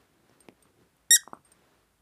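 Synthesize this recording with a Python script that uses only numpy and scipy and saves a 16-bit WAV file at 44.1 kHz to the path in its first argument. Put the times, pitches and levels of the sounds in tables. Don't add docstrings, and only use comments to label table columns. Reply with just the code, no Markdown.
import sys
import numpy as np
from scipy import signal
from scipy.fft import rfft, irfft
from scipy.io import wavfile

SR = 44100
rng = np.random.default_rng(int(sys.argv[2]) if len(sys.argv) > 2 else 0)


def file_out(sig):
    cols = np.atleast_2d(sig).T
    lim = np.clip(cols, -1, 1)
    pcm = np.round(lim * 32767).astype(np.int16)
    wavfile.write(sys.argv[1], SR, pcm)


N = 88905
T = np.arange(N) / SR

# time in seconds, pitch in Hz, level in dB, air relative to the note in dB.
REED_COURSE = [(1.1052, 1850, -62.5, -23), (1.108, 1862, -14, -28), (1.118, 1867, -15, -28.5),
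               (1.130, 1866, -15.5, -28.5), (1.135, 1921, -13.5, -27.5), (1.146, 1915, -14.2, -26.5),
               (1.152, 1895, -16.5, -21.5), (1.158, 1865, -16.5, -12), (1.164, 1632, -24, -6),
               (1.169, 1592, -28, -10), (1.175, 1500, -57.5, -9)]
# frequency in Hz, relative level of a harmonic there in dB.
REED_ENVELOPE = [(1550, 0.5), (1865, -7), (1920, -11), (3100, -3), (3780, -5.5), (5650, -3), (7570, 0.5),
                 (9300, -4), (9560, -4.5), (10200, -13), (11200, -6.5), (11500, -11.5), (12100, -29),
                 (13080, -13), (13420, -18), (14000, -43.5), (14950, -20.5), (15350, -37.5)]
JITTER, JITTER_SLACK, JITTER_RATE_HZ = 0.002, 0.013, 630
SLACK_HZ, SLACK_SPAN_HZ = 1850, 150
REED_LAG = 0.25
# frequency in Hz, relative level in dB.
AIR_COLOUR = [(200, -49), (1200, -40.5), (1700, -10), (2100, -25), (2600, -43), (3400, -7.5), (4300, -18.5),
              (5200, -2.5), (7000, 0), (9200, 0.5), (10200, -7), (11200, 1), (12100, -21.5), (13200, -8),
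              (14000, -31), (15100, -15)]
# frequency in Hz, peak relative to the note's rms in dB.
SHRILL_TONES = [(9015, -15), (9188, -11)]
SHRILL_START_S, SHRILL_END_S, SHRILL_FADE_S = 1.108, 1.141, 0.004

HISS_S, HISS_DB, HISS_RISE_S, HISS_FADE_DB_PER_S = 1.143, -51.5, 0.006, 173.5
# frequency in Hz, relative level in dB.
HISS_COLOUR = [(1000, -46.5), (4400, -21.5), (5200, -9), (8300, 2), (9600, 2), (11500, -4), (12200, -14.5),
               (13200, -11.5), (14000, -24.5), (15200, -19)]

# start in seconds, peak in dB, start pitch in Hz, end pitch in Hz,
# half the time to the peak in seconds.
POP_EVENTS = [(1.157, -49, 703, 1100, 0.00032), (1.2339, -46, 1110, 1320, 0.00053),
              (1.2762, -30.5, 897, 1180, 0.00037), (1.3322, -26.5, 417, 1367, 0.00071)]
POP_GLIDE_S = 0.0018

# start in seconds, peak in dB, centre frequency in Hz.
KNOCK_EVENTS = [(0.2955, -53.5, 280), (0.458, -54, 326), (.4868, -35.5, 324), (0.498, -56, 327),
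                (1.1014, -48.5, 130), (1.2761, -43.5, 296), (1.3327, -35.5, 291), (1.392, -58, 110)]
KNOCK_SPREAD = 1.7
# start in seconds, level in dB that the mode levels add to.
SNAP_EVENTS = [(0.296, -55.5), (.4866, -31), (1.2762, -70)]
# frequency in Hz, relative level in dB, time to fall by 60 dB in seconds.
SNAP_RESONANCES = [(740, 4.5, 0.0037), (2360, -2, 0.0033), (5000, -19, 0.0047), (8500, -14.5, 0.00086)]
SNAP_LOW_HZ = 294

# start in seconds, level in dB that the mode levels add to,
# time to fall by 60 dB in seconds, initial rms of the contact noise in dB.
TAG_TOUCHES = [(0.405, -52, 0.065, -48.5), (.6255, -57, 0.066, -49.5), (1.338, -60, 0.054, -61),
               (1.4488, -58, .13, -78), (1.518, -52.5, .03, -50.5), (1.521, -52.5, 0.039, -53)]
# frequency in Hz, relative level in dB.
TAG_MODES = [(5010, -14.5), (8618, 3), (11500, -16)]
# frequency in Hz, relative level in dB.
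CONTACT_COLOUR = [(500, -34), (2000, -3), (3300, -4), (8500, -1.5), (11000, -17), (15000, 1)]
CONTACT_S = 0.0015

# start in seconds, level in dB before CRACKLE_GAIN_DB, centre in Hz.
CRACKLE_EVENTS = [(0.295, -58, 5600), (0.655, -55, 1120), (0.967, -56, 10900)]
CRACKLE_GAIN_DB, CRACKLE_S = -6, 0.0022

# time in seconds, rustle level in dB, low shuffle level in dB.
BED_MOVEMENT = [(0, -64.5, -72), (.1, -73, -74), (.2, -72, -69.5), (.27, -68.5, -72.5), (.335, -66, -64.5),
                (.37, -69, -72), (.45, -66.5, -71), (.53, -77.5, -67.5), (.57, -72.5, -81), (.66, -68, -68),
                (.73, -76, -72), (.82, -68, -61.5), (.9, -74, -77), (1.03, -73, -83), (1.2, -79.5, -87.5),
                (1.35, -71.5, -70), (1.43, -78, -81), (1.46, -68, -76), (1.63, -67, -70), (1.76, -68, -72),
                (1.85, -73, -82), (2.02, -78.5, -91)]
# frequency in Hz, relative level in dB.
RUSTLE_COLOUR = [(30, -35), (100, -12), (300, 1), (800, -2.5), (1500, -3), (2400, -9.5), (4000, -13),
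                 (7000, -20), (15000, -27)]
# frequency in Hz, relative level in dB.
SHUFFLE_COLOUR = [(30, -31), (90, -1.5), (180, 0), (380, 1), (600, -11), (1500, -33), (6000, -56)]
GRAIN_DB, GRAIN_S = 1, 0.0054

# frequency in Hz, relative level in dB.
FLOOR_COLOUR = [(20, -21.5), (38, -7.5), (52, 7.5), (75, 0.5), (150, -0.5), (400, -10.5), (1000, -13.5),
                (3000, -19), (6000, -22), (9000, -18.5), (15000, -24.5)]
FLOOR_DB = -71

# frequency in Hz, time to fall by 60 dB in seconds.
ROOM_DECAY = [(200, 0.13), (1200, 0.21), (1900, .22), (5500, .23), (8000, 0.15), (15000, .16)]
# frequency in Hz, level in dB.
ROOM_LEVEL = [(200, -12.5), (1200, -16.5), (1900, -15), (3800, -26), (5700, -21.5), (8000, -24),
              (12000, -26), (15000, -25)]
ROOM_DELAY_S = 0.007
# delay in seconds, level in dB.
WALL_ECHOES = [(.0085, -21.5), (0.016, -27), (.039, -23.5)]
ECHO_TOP_HZ = 2600
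LOW_CUT_HZ, EDGE_HZ = 42, 15450


def amp(db):
    return 10 ** (np.asarray(db) / 20)


def unit(x):
    return x / np.sqrt(np.mean(x ** 2) + 1e-20)


def read(points, hz):
    f, value = np.transpose(points)
    return np.interp(np.log(hz + 1), np.log(f + 1), value)


def add(mix, s, sound):
    part = mix[round(s * SR):][:len(sound)]
    part += sound[:len(part)]


def filtered_noise(gain):
    return unit(irfft(rfft(rng.standard_normal(N)) * gain, N))


def noise(spectrum):
    return filtered_noise(amp(read(spectrum, np.fft.rfftfreq(N, 1 / SR))))


def wander(hz):
    return filtered_noise(np.exp(-(np.fft.rfftfreq(N, 1 / SR) / hz) ** 2))


def ring(hz, t60):
    t = T[:SR // 4]
    return np.sin(2 * np.pi * hz * t) * np.exp(-np.log(1000) * t / t60)


def highpass(x, hz):
    return signal.sosfilt(signal.butter(2, hz, "highpass", fs=SR, output="sos"), x)


def shrill_tones():
    tones = np.zeros(N)
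    for hz, db in SHRILL_TONES:
        tones += amp(db) * np.cos(2 * np.pi * hz * T + 0.42 * wander(hz=150))
    to_nearest_end = np.minimum(T - SHRILL_START_S, SHRILL_END_S - T)
    return tones * np.clip(to_nearest_end / SHRILL_FADE_S, 0, 1)


def squeaker():
    s, pitch, db, air_db = np.transpose(REED_COURSE)
    hz = np.interp(T, s, pitch)
    level = amp(np.interp(T, s, db)) * (T > s[0]) * (T < s[-1])
    slack = np.clip((SLACK_HZ - hz) / SLACK_SPAN_HZ, 0, 1)
    jitter = (JITTER + JITTER_SLACK * slack) * wander(JITTER_RATE_HZ)
    phase = 2 * np.pi * np.cumsum(hz * (1 + jitter)) / SR
    note = np.zeros(N)
    for k in range(1, 10):
        note += amp(read(REED_ENVELOPE, k * hz)) * np.cos(k * phase - REED_LAG * k ** 2)
    note /= np.std(note[(T > s[1]) & (T < s[-4])])
    air = noise(AIR_COLOUR) * amp(np.interp(T, s, air_db))
    return level * (note + air + shrill_tones())


def treble_hiss():
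    age = np.maximum(T - HISS_S, 0)
    rise = np.minimum(age / HISS_RISE_S, 1)
    return noise(HISS_COLOUR) * rise * amp(HISS_DB - HISS_FADE_DB_PER_S * age)


def pops():
    out, t = np.zeros(N), T[:SR // 20]
    for s, db, start_hz, end_hz, swell in POP_EVENTS:
        hz = end_hz + (start_hz - end_hz) * np.exp(-(t / POP_GLIDE_S) ** 2)
        x = t / swell / 2
        shape = (x * np.exp(1 - x)) ** 2
        add(out, s, amp(db) * shape * np.sin(2 * np.pi * np.cumsum(hz) / SR))
    return out


def knocks():
    out = np.zeros(N)
    for s, db, hz in KNOCK_EVENTS:
        edges = [hz / KNOCK_SPREAD, hz * KNOCK_SPREAD]
        band = signal.butter(2, edges, "bandpass", fs=SR, output="sos")
        bump = signal.sosfilt(band, signal.unit_impulse(SR // 10))
        add(out, s, amp(db) * bump / abs(bump).max())
    return out


def snaps():
    out = np.zeros(N)
    for s, db in SNAP_EVENTS:
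        click = sum(amp(db + mode_db) * ring(hz, t60) for hz, mode_db, t60 in SNAP_RESONANCES)
        add(out, s, highpass(click, SNAP_LOW_HZ))
    return out


def collar_tag():
    out = np.zeros(N)
    for s, db, t60, contact_db in TAG_TOUCHES:
        add(out, s, sum(amp(db + mode_db) * ring(hz, t60) for hz, mode_db in TAG_MODES))
        add(out, s, amp(contact_db) * noise(CONTACT_COLOUR) * np.exp(-T / CONTACT_S))
    return out


def crackles():
    out = np.zeros(N)
    for s, db, hz in CRACKLE_EVENTS:
        grit = noise([(hz / 2, -25), (hz, 0), (hz * 2, -25)])
        add(out, s, amp(db + CRACKLE_GAIN_DB) * grit * np.exp(-T / CRACKLE_S))
    return out


def bedding():
    s, rustle_db, shuffle_db = np.transpose(BED_MOVEMENT)
    grain = amp(GRAIN_DB * wander(1 / GRAIN_S))
    rustle = unit(noise(RUSTLE_COLOUR) * grain) * amp(np.interp(T, s, rustle_db))
    shuffle = noise(SHUFFLE_COLOUR) * amp(np.interp(T, s, shuffle_db))
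    return rustle + shuffle


def quiet_air():
    return amp(FLOOR_DB) * noise(FLOOR_COLOUR)


def room(x):
    hz, t, z = signal.stft(rng.standard_normal(SR // 2), SR, nperseg=256)
    rate = np.log(1000) / read(ROOM_DECAY, hz)[:, None]
    z = z * np.exp(-rate * t) * np.sqrt(2 * rate / SR) * amp(read(ROOM_LEVEL, hz))[:, None]
    tail = signal.istft(z, SR, nperseg=256)[1]
    out = np.zeros(N)
    add(out, ROOM_DELAY_S, signal.fftconvolve(x, tail))
    dull = signal.sosfilt(signal.butter(2, ECHO_TOP_HZ, fs=SR, output="sos"), x)
    for delay, db in WALL_ECHOES:
        add(out, delay, amp(db) * dull)
    return out


def scene():
    near = squeaker() + treble_hiss() + pops() + knocks() + snaps() + collar_tag() + crackles()
    return (near + room(near) + bedding() + quiet_air())[None]


def record(dry):
    dry = highpass(dry, LOW_CUT_HZ)
    taps = signal.firwin(401, EDGE_HZ, window=("kaiser", 8), fs=SR)
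    return signal.oaconvolve(dry, taps[None], "same")


dry = scene()
out = record(dry)
file_out(out)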